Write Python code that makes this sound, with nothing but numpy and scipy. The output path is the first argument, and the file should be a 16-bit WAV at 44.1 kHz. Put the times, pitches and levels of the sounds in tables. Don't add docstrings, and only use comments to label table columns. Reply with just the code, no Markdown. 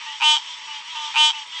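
import sys
import numpy as np
from scipy import signal
from scipy.io import wavfile
from scipy.ndimage import uniform_filter1d

SR = 44100
rng = np.random.default_rng(int(sys.argv[2]) if len(sys.argv) > 2 else 0)


def magnitude_from_level(level_db):
    exponent = np.asarray(level_db, float) / 20
    return 10 ** exponent


def digitize_waveform(pressure):
    field = np.atleast_2d(pressure).T
    bounded = np.clip(field, -1, 1)
    quanta = np.round(bounded * 32767).astype(np.int16)
    wavfile.write(sys.argv[1], SR, quanta)


N = 70560


def table(points, at):
    return np.interp(at, *np.transpose(points))


def evened(x):
    return x / np.sqrt(np.mean(x ** 2) + 1e-20)


def add(mix, start_s, sound):
    at = round(start_s * SR)
    part = mix[max(at, 0):][:max(len(sound) + min(at, 0), 0)]
    part += sound[max(-at, 0):][:len(part)]


def ring(x, hz, width_hz):
    turn = np.exp(2j * np.pi * np.cumsum(hz * np.ones(len(x))) / SR)
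    r = np.exp(-np.pi * width_hz / SR)
    return 2 * (turn * signal.lfilter([1 - r], [1, -r], x / turn)).real


def soft_ring(x, hz, width_hz):
    return ring(ring(x, hz, width_hz), hz, 5.26 * width_hz)


def clicks(times, gains, size):
    at = np.floor(times * SR).astype(int)[:, None] + np.arange(-12, 13)
    u = at - times[:, None] * SR
    kernels = np.sinc(u) * np.cos(np.pi * u / 26) ** 2
    out = np.zeros(size)
    np.add.at(out, np.clip(at, 0, size - 1), gains[:, None] * kernels)
    return out


def noise(points, patchy_db):
    hz = np.fft.rfftfreq(512, 1 / SR)
    a, b, patch = rng.standard_normal((N // 128 + 6, 257, 3)).T
    patch = uniform_filter1d(patch, size=5, axis=0)
    patch = evened(uniform_filter1d(patch, size=12, axis=1))
    f, db = np.transpose(points)
    shape_db = np.interp(np.log(hz + 1), np.log(f + 1), db)
    z = (a + 1j * b) * magnitude_from_level(shape_db[:, None] + patchy_db * patch)
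    return evened(signal.istft(z, nperseg=512, noverlap=384)[1][:N])


# pitch_hz, level_db (per Hz)
HUM_SPECTRUM = [(18, -92), (30, -23), (183, -5.5), (470, -5), (530, -6), (598, -2), (720, -1), (940, -18.5),
                (1580, -120)]


def self_noise():
    return magnitude_from_level(-66.5) * noise(HUM_SPECTRUM, patchy_db=2.)


def bushes(x):
    t60_s, treble_share = 0.24, 0.42
    t = np.arange(SR // 2) / SR
    taps = rng.standard_normal(len(t)) * (t > .004)
    low = uniform_filter1d(taps, size=5)
    tail = low * magnitude_from_level(-60 * t / t60_s)
    tail = tail + (taps - low) * magnitude_from_level(-60 * t / (t60_s * treble_share))
    return signal.fftconvolve(x, tail / np.linalg.norm(tail))[:N]


# call_share, level_db
EFFORT = [(0, -8), (.15, -4.5), (.35, -2.5), (.65, -3), (1, -8)]


def fold_pulses(length_s, hz, sag_hz, jitter_s, loose, catch):
    draws = rng.standard_normal((90, 2))
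    k = np.arange(min(int(length_s * hz) + 1, 90))
    sag = 1 + sag_hz / hz * k / len(k) / 2
    unsteady = 1 + 30 * np.exp(-k / 2.5)
    times = k / hz * sag + jitter_s * unsteady * draws[k, 0]
    catch_s, lag_s = catch
    times = times + lag_s * (times > catch_s)
    shimmer_db = .15
    gains = magnitude_from_level(table(EFFORT, times / length_s) + shimmer_db * draws[k, 1])
    if len(loose):
        echo_s, echo_db = .0013, -1
        loose_s, loose_db = loose[:, 0], loose[:, 1] - 3
        times = np.r_[times, loose_s, loose_s + echo_s]
        gains = np.r_[gains, magnitude_from_level(loose_db), magnitude_from_level(loose_db + echo_db)]
    return times, gains


# pitch_hz, width_hz, level_db
BODY = [(925, 200, -8), (1230, 300, -18), (1550, 300, -23), (1830, 250, -20)]
# call_share, level_db
BODY_WEIGHT = [(-.15, 9.5), (0, 5.5), (.2, 0), (.6, -1.5), (.8, -2), (1, -0.5)]


def body(pulses, share, scale, low_db):
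    out = sum(magnitude_from_level(db + low_db * (f < 1100)) * soft_ring(pulses, f * scale, w) for f, w, db in BODY)
    return out * magnitude_from_level(table(BODY_WEIGHT, share))


# pitch_hz, width_hz, level_db
SAC = [(3050, 247, 1), (3333, 300, -21.5)]
SWELL = [(-.1, 0.83), (.05, 0.88), (.2, 0.965), (.6, 1.0276), (1.1, 1.049)]
# pitch_hz, width_hz, level_db
WALL = (2440, 110, -12.5)
# call_share, level_db
SLACK = [(-.1, 3), (.05, 9), (.2, -1), (.6, 2), (1, -2)]


def sac(pulses, share, scale, slack):
    tuning = scale * table(SWELL, share)
    out = sum(magnitude_from_level(db) * soft_ring(pulses, f * tuning, w) for f, w, db in SAC)
    wall_hz, width_hz, wall_db = WALL
    wall = soft_ring(pulses, wall_hz * scale, width_hz)
    return out + magnitude_from_level(wall_db + slack * table(SLACK, share)) * wall


# pitch_hz, width_hz, level_db
THROAT = [(4340, 590, -26), (4550, 380, -17), (5454, 656, -19.5), (5900, 595, -15.5), (6974, 650, -24),
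          (8035, 307, -15.5), (8150, 230, -32.5), (9300, 540, -43)]
# call_share, level_db
BRIGHT = [(-.1, -17), (0, -18), (.15, -4), (.35, -7), (.7, -1), (1, -4)]


def throat(pulses, share, bright_db):
    arch = 1 - 0.072 * (2 * np.clip(share, 0, 1) - 1) ** 2
    out = 0
    for j, (f, w, db) in enumerate(THROAT):
        out = out - (-1) ** j * magnitude_from_level(db) * soft_ring(pulses, f * arch, w)
    return out * magnitude_from_level(bright_db + table(BRIGHT, share))


LEAD_S, TRAIL_S = .03, .06


def voice(length_s, hz, sag_hz, jitter_s, low_db=0., bright_db=0., loose=(), catch=(0, 0)):
    times, gains = fold_pulses(length_s, hz, sag_hz, jitter_s, loose, catch)
    size = round((LEAD_S + length_s + TRAIL_S) * SR)
    share = (np.arange(size) / SR - LEAD_S) / length_s
    pulses = clicks(times + LEAD_S, gains, size) * np.sqrt(SR / hz / 2) * np.sqrt(SR / hz)
    scale = hz / 304
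    out = body(pulses, share, scale, low_db)
    out = out + sac(pulses, share, scale, slack=len(loose) > 0)
    return out + throat(pulses, share, bright_db)


# pitch_hz, level_db (per Hz)
WASH_SPECTRUM = [(470, -48.5), (800, -4.5), (857, -4), (1180, 1.5), (1340, -11.5), (1970, 3.5), (3170, 0.5),
                 (5740, -14.5), (8530, -50), (11100, -49.5), (18800, -120)]
# start_s, level_db
CHORUS_SWELL = [(0, 8), (.12, 2.5), (.19, 2), (.44, 2.5), (.53, 2), (.63, 3), (.76, 4.5), (.85, 3),
                (1.08, 6), (1.35, 2.5), (1.49, 0.5), (1.6, 6.5)]


def chorus():
    count = 36
    out = np.zeros(N)
    for j, (a, b, c) in enumerate(rng.random((count, 3))):
        start_s = (j + a) / count * (N / SR + .2) - .2
        call = voice(.14, 292 + 40 * b, 8.2, .00002, low_db=-1.5, bright_db=13.5)
        add(out, start_s, magnitude_from_level(-5 * c) * call)
    far = magnitude_from_level(-41) * evened(.5 * out + bushes(out))
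    far = far + magnitude_from_level(-44.5) * noise(WASH_SPECTRUM, patchy_db=1.)
    return far * magnitude_from_level(table(CHORUS_SWELL, np.arange(N) / SR))


# start_s, length_s, pulse_rate_hz, level_db, low_body_db
NEIGHBOURS = [
    (0.058, 0.1, 298.3, -35.5, 5),
    (.30, 0.098, 301.9, -30.5, 5),
    (0.462, 0.11, 323.7, -37, -17),
    (0.574, 0.076, 294, -52, 9.5),
    (0.673, 0.13, 297.7, -35, 3),
    (0.877, 0.13, 326.1, -34.5, -6),
    (0.95, .16, 305.5, -33.5, 8),
    (1.032, 0.053, 327.2, -33.5, -15),
    (1.332, 0.1, 299.7, -32.5, 2.5),
    (1.521, 0.16, 328.8, -32.5, -7.5),
]
# start_s, pitch_hz, level_db, length_s,
# glide_hz
CHIRPS = [
    (0.97, 3050, -29, 0.0086, 4),
    (1.036, 3204, -31, 0.0093, 4),
    (1.043, 3110, -28, .008, 5),
    (1.056, 3210, -35, 0.0091, -5),
    (0.053, 1823, -42, 0.09, 203),
    (1.525, 1950, -43, 0.058, 89),
]


def neighbours():
    out = np.zeros(N)
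    for start_s, length_s, hz, db, low_db in NEIGHBOURS:
        bright_db = -0.5 + 1.2 * (db + 36)
        call = voice(length_s, hz, 12, .000006, low_db, bright_db)
        add(out, start_s - LEAD_S, magnitude_from_level(db) * call)
    for start_s, hz, db, length_s, glide_hz in CHIRPS:
        t = np.arange(0, length_s, 1 / SR)
        swell = np.sqrt(2 * np.sin(np.pi * t / length_s))
        tone = np.sin(2 * np.pi * (hz + glide_hz * t / length_s / 2) * t)
        add(out, start_s, magnitude_from_level(db) * swell * tone)
    return out + magnitude_from_level(-10) * bushes(out)


# first_steady_pulse_s, last_steady_pulse_s, pulse_rate_hz
NEAR_CALLS = [
    (.2219, .3615, 304.2),
    (1.1635, 1.2988, 304.2),
]
NEAR_DB = [-13.5, -13]
# start_s, level_db
SPUTTER = [(.2012, -35), (.2086, -26), (.2173, -21), (.3662, -19), (.3724, -23), (.3812, -29),
           (1.1415, -32), (1.1488, -27), (1.1577, -20), (1.3030, -19), (1.3084, -22), (1.3170, -28)]
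# delay_s, level_db
LEAF_ECHOES = [(.0012, -45.5), (.0024, -34.5), (.0053, -23)]


def near_frog():
    catch_s, lag_s = .2340, .00075
    out, loose = np.zeros(N), np.array(SPUTTER)
    for (first, last, hz), db in zip(NEAR_CALLS, NEAR_DB):
        nearby = abs(loose[:, 0] - (first + last) / 2) < .2
        mine = loose[nearby] - [first, db]
        catch = (catch_s - first, lag_s * (catch_s > first))
        call = voice(last - first, hz, sag_hz=.8, jitter_s=.000004, loose=mine, catch=catch)
        add(out, first - LEAD_S, magnitude_from_level(db) * call)
    echo = out.copy()
    for delay_s, db in LEAF_ECHOES:
        add(echo, delay_s, magnitude_from_level(db) * out)
    return echo + magnitude_from_level(-25) * bushes(out)


def scene():
    air = signal.butter(4, 6900, fs=SR, output="sos")
    far = signal.sosfilt(air, neighbours() + chorus())
    return (near_frog() + far)[None]


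def roll_off(x):
    return signal.sosfilt(signal.butter(12, 15000, fs=SR, output="sos"), x)


def record(dry):
    low_cut = signal.ellip(6, .5, 36, 821, "high", fs=SR, output="sos")
    top_cut = signal.butter(6, 8800, fs=SR, output="sos")
    heard = signal.sosfilt(top_cut, signal.sosfilt(low_cut, dry))
    return roll_off(heard + self_noise())


dry = scene()
out = record(dry)
digitize_waveform(out)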